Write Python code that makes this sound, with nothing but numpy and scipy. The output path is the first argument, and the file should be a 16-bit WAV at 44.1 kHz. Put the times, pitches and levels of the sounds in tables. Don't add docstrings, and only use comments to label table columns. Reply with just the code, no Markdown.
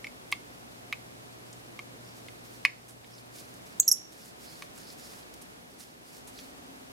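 import sys
import numpy as np
from scipy import signal
from scipy.fft import rfft, irfft, next_fast_len
from scipy.io import wavfile
from scipy.ndimage import uniform_filter1d, map_coordinates

SR = 44100
rng = np.random.default_rng(int(sys.argv[2]) if len(sys.argv) > 2 else 0)


def wrap_up_sound(samples):
    columns = np.atleast_2d(samples).T
    tamed = np.clip(columns, -1, 1)
    steps = np.round(tamed * 32767).astype(np.int16)
    wavfile.write(sys.argv[1], SR, steps)


N = 305172


def knocks(crack_t60_s=0.015, build_up_s=0.00049, detune=0.008, notch_hz=1550, notch_q=5):
    # (time [s], level [dB], crack re ring [dB], hardness [dB/octave], ring pitch [ratio])
    hits = [(0.0438, -20, -17.5, 7.5, 1.03), (0.0683, -23, -19, 9, 1.02), (0.3246, -10.5, -8.5, -7, 1),
            (0.9262, -12, -12.5, 1, 1.02), (1.7914, -23, -12, -11.5, 1.02), (2.2844, -40, 1.5, 8, 1.1),
            (2.6506, 2, -14, 4.5, 1.0), (3.0454, -44, -2.5, 4, 0.96), (4.6225, -27.5, -2, -11.5, 1.05)]
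    # (frequency [Hz], level [dB], t60 [s])
    modes = [(1092, -24, 0.018), (1140, -10, 0.029), (2130, -34, 0.015), (2136, 6, 0.02), (2265, -5, 0.031),
             (2500, -15.5, 0.053), (2500, -14, 0.021), (2890, -18, 0.033), (3460, -17, 0.014),
             (3600, -20, 0.009), (4290, -28, 0.015), (5170, -18, 0.015), (6920, -38, 0.067),
             (9100, -38, 0.033)]
    # (frequency [Hz], density [dB])
    crack_spectrum = [(400, -41), (1150, -5.5), (1550, 6), (2200, 13), (3400, 6.5), (4700, 2),
                      (7000, -13.5), (10500, -8.5), (16000, -21)]
    out, t = np.zeros(N), np.arange(SR // 10) / SR
    hz, mode_db, t60_s = np.transpose(modes)[:, :, None]
    build_up = 1 - np.exp(-t / build_up_s)
    for s, db, crack_db, hardness, pitch in hits:
        shift, strength = rng.standard_normal((2, len(hz), 1))
        level_db = mode_db + 2 * strength + hardness * np.log2(hz / hz[0])
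        ring_hz = hz * (pitch + detune * shift)
        ring = np.sum(amp(level_db - 60 * t / t60_s) * np.sin(2 * np.pi * ring_hz * t), axis=0)
        crack = coloured(rng.standard_normal(len(t)), crack_spectrum)
        crack *= amp(crack_db - 60 * t / crack_t60_s)
        add(out, s, amp(db) * (build_up * ring / np.abs(ring).max() + crack))
    out = signal.lfilter(*signal.iirnotch(notch_hz, notch_q, SR), out)
    return signal.sosfilt(signal.butter(3, 700, "high", fs=SR, output="sos"), out)


def squeaks(slide_hz=8400, bite_s=0.0019, free_s=0.0019, free_share=0.57, rise_power=3.4):
    # (time [s], level [dB], pitch [Hz], length [s], pitch rise [share], fade [dB], roughness [0-1])
    bites = [(3.8008, -1, 6690, 0.0014, 0.0021, 6.5, 0), (3.8048, -20, 7600, 0.0042, 0.01, -3, 0.3),
             (3.8792, -11.5, 5555, .0105, .08, 1.5, 0.37), (3.9154, -7, 5514, 0.012, 0.25, 11, .2)]
    # (frequency [Hz], density [dB])
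    rasp_spectrum = [(4500, -8), (5600, -7), (8500, 4), (9800, -19), (11500, -6), (16000, 3.5)]
    # (frequency [Hz], gain [dB])
    radiation = [(2500, -28), (4600, -5), (5500, -3), (8300, 1), (9800, -9), (11000, -2), (12000, 1),
                 (13500, -6), (16000, -12.5)]
    octave_db, rasp_db = -6, -9
    edge_drop_db, edge_rough = 22.5, 0.55
    jitter, waver, flutter_db = 0.062, 0.008, 4.0
    out, t = np.zeros((2, N)), np.arange(-SR // 100, SR // 25) / SR
    for s, level_db, pitch_hz, length_s, rise, fade_db, held_rough in bites:
        progress = np.maximum(t / length_s, 0)
        biting = np.maximum(-t, 0) / bite_s
        freeing = np.maximum(t - length_s, 0) / (free_s + free_share * length_s)
        rising_hz = pitch_hz * (1 + rise * progress ** rise_power)
        hz = np.minimum(rising_hz + biting * (slide_hz - pitch_hz), slide_hz)
        db = level_db - fade_db * np.minimum(progress, 1) - edge_drop_db * (biting + freeing)
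        rough = np.interp(biting + freeing, [0, 1], [held_rough, edge_rough])
        unsteady = jitter * rough * wobble(2560, len(t)) + waver * wobble(682, len(t))
        phase = 2 * np.pi * np.cumsum(hz * (1 + unsteady)) / SR
        strength = np.sqrt(2) * amp(db + flutter_db * np.sqrt(rough) * wobble(800, len(t)))
        for side in out:
            fundamental, octave = (
                amp(k * wobble(500, len(t))) * np.sin(k * phase + 0.15 * k * wobble(300, len(t)))
                for k in (1, 2))
            rasp = amp(rasp_db) * rough * coloured(rng.standard_normal(len(t)), rasp_spectrum)
            add(side, s + t[0], strength * (fundamental + amp(octave_db) * octave + rasp))
    return filtered(out, lambda hz: amp(along(radiation, hz)))


def taps(attack_s=0.0003, t60_s=0.026):
    # (time [s], level [dB], centre [Hz], width [octaves])
    touches = [(1.528, -42, 6400, 0.45), (3.1504, -48, 5500, 0.28), (3.182, -45, 4500, 0.18),
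               (3.3845, -43.5, 4200, 0.45), (3.7983, -38, 1430, 0.48), (3.829, -40, 4170, 0.31),
               (3.9718, -44, 4300, 0.56), (4.625, -46, 3920, .25), (4.9010, -41, 4840, .3),
               (5.133, -42, 1680, 1.2), (5.2295, -49, 4500, 0.22), (5.3390, -43.5, 5850, 1.1),
               (6.388, -39, 3200, 0.7)]
    out, t = np.zeros(N), np.arange(SR // 10) / SR
    envelope = amp(-60 * t / t60_s) * (1 - np.exp(-t / attack_s))
    for s, db, centre_hz, octaves in touches:
        bell = lambda hz: np.exp(-0.5 * (np.log2((hz + 1) / centre_hz) / octaves) ** 2)
        band = filtered(rng.standard_normal(len(t)), bell)
        add(out, s, amp(db) * unit(band) * envelope)
    return out


def slips(grain_db=3, grain_hz=1196):
    # (time [s], level [dB], length [s])
    skids = [(0.315, -36, 0.0069), (2.879, -52, 0.039), (3.538, -51, 0.0085), (4.249, -55.5, 0.017),
             (4.776, -47.5, 0.0092), (5.413, -48.5, 0.017), (5.785, -53.5, 0.053), (6.27, -47, 0.024)]
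    # (frequency [Hz], density [dB])
    skid_spectrum = [(250, -65), (800, 1.5), (2500, -3.5), (4500, -1.5), (7000, 2.5), (10500, 4),
                     (13000, -5), (16000, -11)]
    out, t = np.zeros(N), np.arange(SR // 5) / SR
    for s, db, length_s in skids:
        grit = rng.standard_normal(len(t)) * amp(grain_db * wobble(grain_hz, len(t)))
        age = 3 * t / length_s
        add(out, s, amp(db) * coloured(grit, skid_spectrum) * age * np.exp(1 - age))
    return out


def chafes(width_hz=1300, grain_db=4, grain_hz=239.5):
    # (mid time [s], level [dB], centre [Hz], length [s])
    turns = [(2.088, -63, 5230, 0.097), (3.148, -65, 5250, 0.072), (4.24, -59, 4850, 0.032),
             (4.506, -60, 4630, 0.083), (4.876, -58, 4780, 0.077), (5.057, -60.5, 5110, 0.097),
             (6.391, -57, 4420, 0.045)]
    out = np.zeros(N)
    for s, db, hz, length_s in turns:
        t = np.arange(-2 * length_s, 2 * length_s, 1 / SR)
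        envelope = amp(db + grain_db * wobble(grain_hz, len(t))) * np.exp(-2 * (t / length_s) ** 2)
        add(out, s + t[0], envelope * narrow(hz, width_hz, t))
    return out


def gloves(grip_db=-69.5, grain_db=2.0, sway_db=2.5, snags_per_s=39, snag_s=0.003, crackle_db=-8.5):
    # (start [s], length [s], level [dB])
    strokes = [(2.046, 0.27, -64), (2.446, 0.17, -60), (3.072, .13, -62.5), (3.358, .035, -51),
               (3.41, 0.14, -60), (3.667, 0.21, -59.5), (4.129, 0.16, -57), (4.398, 0.24, -57.5),
               (4.76, 0.17, -56.5), (4.987, .2, -55.5), (5.806, 0.037, -56.5), (6.064, .11, -58),
               (6.334, 0.13, -59.5)]
    # (frequency [Hz], density [dB])
    rub_spectrum = [(700, -37), (1500, -5), (3000, -6.5), (4700, 0.5), (6500, -1), (8500, -2.5),
                    (11000, -2.5), (16000, -12.5)]
    crackle_spectrum = [(500, -30), (2800, -10), (4700, 1.5), (6500, -5), (15000, -13)]
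    envelopes = [amp(db) * held(s, length_s, attack_s=0.022, release_s=0.03)
                 for s, length_s, db in strokes]
    drag = np.maximum(np.max(envelopes, axis=0), amp(grip_db))
    catches = rng.standard_normal(N) * amp(grain_db * wobble(900, N))
    onsets = 1.0 * (rng.random(N) < snags_per_s / SR)
    snags = signal.lfilter([1], [1, -np.exp(-1 / (snag_s * SR))], onsets)
    crackle = amp(crackle_db) * coloured(snags * rng.standard_normal(N), crackle_spectrum)
    return drag * amp(sway_db * wobble(45, N)) * (coloured(catches, rub_spectrum) + crackle)


def air(level_db=-48.5):
    # (frequency [Hz], density [dB])
    spectrum = [(15, -51), (25, -27), (48, -14.5), (84, -13.5), (113, -9), (148, -8), (205, -8.5),
                (241, -4.5), (284, -6.5), (729, -9), (955, -11.5), (2150, -16), (2330, -16.5),
                (12400, -28.5), (15800, -39)]
    # (frequency [Hz], left-right correlation [-1 to 1])
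    correlation = [(60, 0.46), (150, 0.28), (290, 0.1), (640, -0.52), (1400, -0.76), (3100, -0.64),
                   (6800, -0.25), (15000, 0.29)]
    angle = lambda hz: np.arccos(np.clip(along(correlation, hz), -1, 1)) / 2
    split = lambda hz: np.array([np.cos(angle(hz)), np.sin(angle(hz))])
    mid, side = filtered(rng.standard_normal((2, N)), split)
    return amp(level_db) * coloured(np.array([mid + side, mid - side]), spectrum)


def hum(double_hz=119.4, steady_db=-71, swell_db=-61.5, drift_rad=0.3):
    # (frequency [Hz], level [dB])
    mains = [(59.8, -72), (180, -70), (240, -69), (300, -73), (600, -74), (720, -70)]
    t = np.arange(N) / SR

    def line(hz):
        return np.sqrt(2) * np.sin(2 * np.pi * (hz * t + rng.random()) + drift_rad * wobble(3.86, N))

    swell = amp(swell_db) * held(start_s=0.93, length_s=2.35, attack_s=0.43, release_s=0.43)
    return (amp(steady_db) + swell) * line(double_hz) + sum(amp(db) * line(hz) for hz, db in mains)


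def drone(level_db=-57, centre_hz=265, width_hz=45):
    swell = held(start_s=6.42, length_s=0.36, attack_s=0.19, release_s=0.19)
    return amp(level_db) * swell * narrow(centre_hz, width_hz, np.arange(N) / SR)


def background():
    # (mid time [s], depth [dB], half length [s])
    dips = [(3.03, 3, 0.29), (5.887, 3.5, 0.3)]
    t = np.arange(N) / SR
    dip_db = sum(depth_db * np.exp(-((t - s) / half_s) ** 2) for s, depth_db, half_s in dips)
    return amp(-dip_db) * (air() + drone() + hum())


def at_microphone(x, pan_db, desk_db, near_db, room_db, near_t60_s, desk_s=0.0055):
    # (frequency [Hz], t60 [s])
    room_decay = [(300, 0.25), (2200, 0.27), (6000, 0.4), (12000, 0.19), (16000, 0.099)]
    hz, frame_s, spectra = signal.stft(rng.standard_normal((2, SR // 2)), SR, nperseg=256)
    decay = amp(-60 * frame_s / along(room_decay, hz)[:, None])
    tail = signal.istft(spectra * decay, SR, nperseg=256)[1]
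    t = np.arange(tail.shape[1]) / SR
    near = rng.standard_normal(tail.shape) * amp(-60 * t / near_t60_s)
    echoes = (amp(room_db) * unit(tail) + amp(near_db) * unit(near)) / np.sqrt(len(t))
    echoes[:, 0] += amp(desk_db)
    delayed = np.pad(np.atleast_2d(x), ((0, 0), (round(desk_s * SR), 0)))
    reflected = signal.fftconvolve(delayed, echoes, axes=1)[:, :N]
    return (x + reflected) * amp([[pan_db / 2], [-pan_db / 2]])


def gain_control(x, threshold_db=-13.5, cut_db_per_db=0.69, recover_db_per_s=8):
    power = np.abs(uniform_filter1d(np.mean(x ** 2, axis=0), size=132))
    needed_db = cut_db_per_db * np.maximum(10 * np.log10(power + 1e-20) - threshold_db, 0)
    climb_db = recover_db_per_s * np.arange(N) / SR
    cut_db = np.maximum.accumulate(needed_db + climb_db) - climb_db
    return x * amp(-uniform_filter1d(cut_db, size=44))


def amp(db):
    return 10 ** (np.asarray(db) / 20)


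def unit(x):
    return x / np.sqrt(np.mean(x ** 2) + 1e-20)


def along(points, hz):
    knot_hz, values = np.transpose(points)
    return np.interp(np.log(hz + 1), np.log(knot_hz + 1), values)


def held(start_s, length_s, attack_s, release_s):
    t = np.arange(N) / SR - start_s
    return np.exp(np.minimum(t, 0) / attack_s - np.maximum(t - length_s, 0) / release_s)


def wobble(rate_hz, size):
    knots = rng.standard_normal(int(size * rate_hz / SR) + 4)
    return map_coordinates(knots, [np.arange(size) * rate_hz / SR])


def filtered(x, response):
    size = x.shape[-1]
    padded = next_fast_len(size + 8192)
    return irfft(rfft(x, padded) * response(np.fft.rfftfreq(padded, 1 / SR)), padded)[..., :size]


def coloured(x, spectrum):
    return unit(filtered(x, lambda hz: amp(along(spectrum, hz))))


def narrow(centre_hz, width_hz, t):
    wander = wobble(width_hz, len(t)) + 1j * wobble(width_hz, len(t))
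    return np.real(wander * np.exp(2j * np.pi * centre_hz * t))


def add(track, start_s, x):
    part = track[max(round(start_s * SR), 0):][:len(x)]
    part += x[:len(part)]


def scene():
    ticks = at_microphone(knocks() + taps(),
                          pan_db=-1.5, desk_db=-10.5, near_db=-15, room_db=-18, near_t60_s=0.069)
    screw = at_microphone(squeaks(),
                          pan_db=-3, desk_db=-22.5, near_db=-15, room_db=-18.5, near_t60_s=0.06)
    handling = at_microphone(gloves() + slips() + chafes(),
                             pan_db=-4, desk_db=-32, near_db=-9, room_db=-11, near_t60_s=0.05)
    return ticks + screw + handling + background()


def record(dry):
    return filtered(gain_control(dry), lambda hz: hz < 15900)


dry = scene()
out = record(dry)
wrap_up_sound(out)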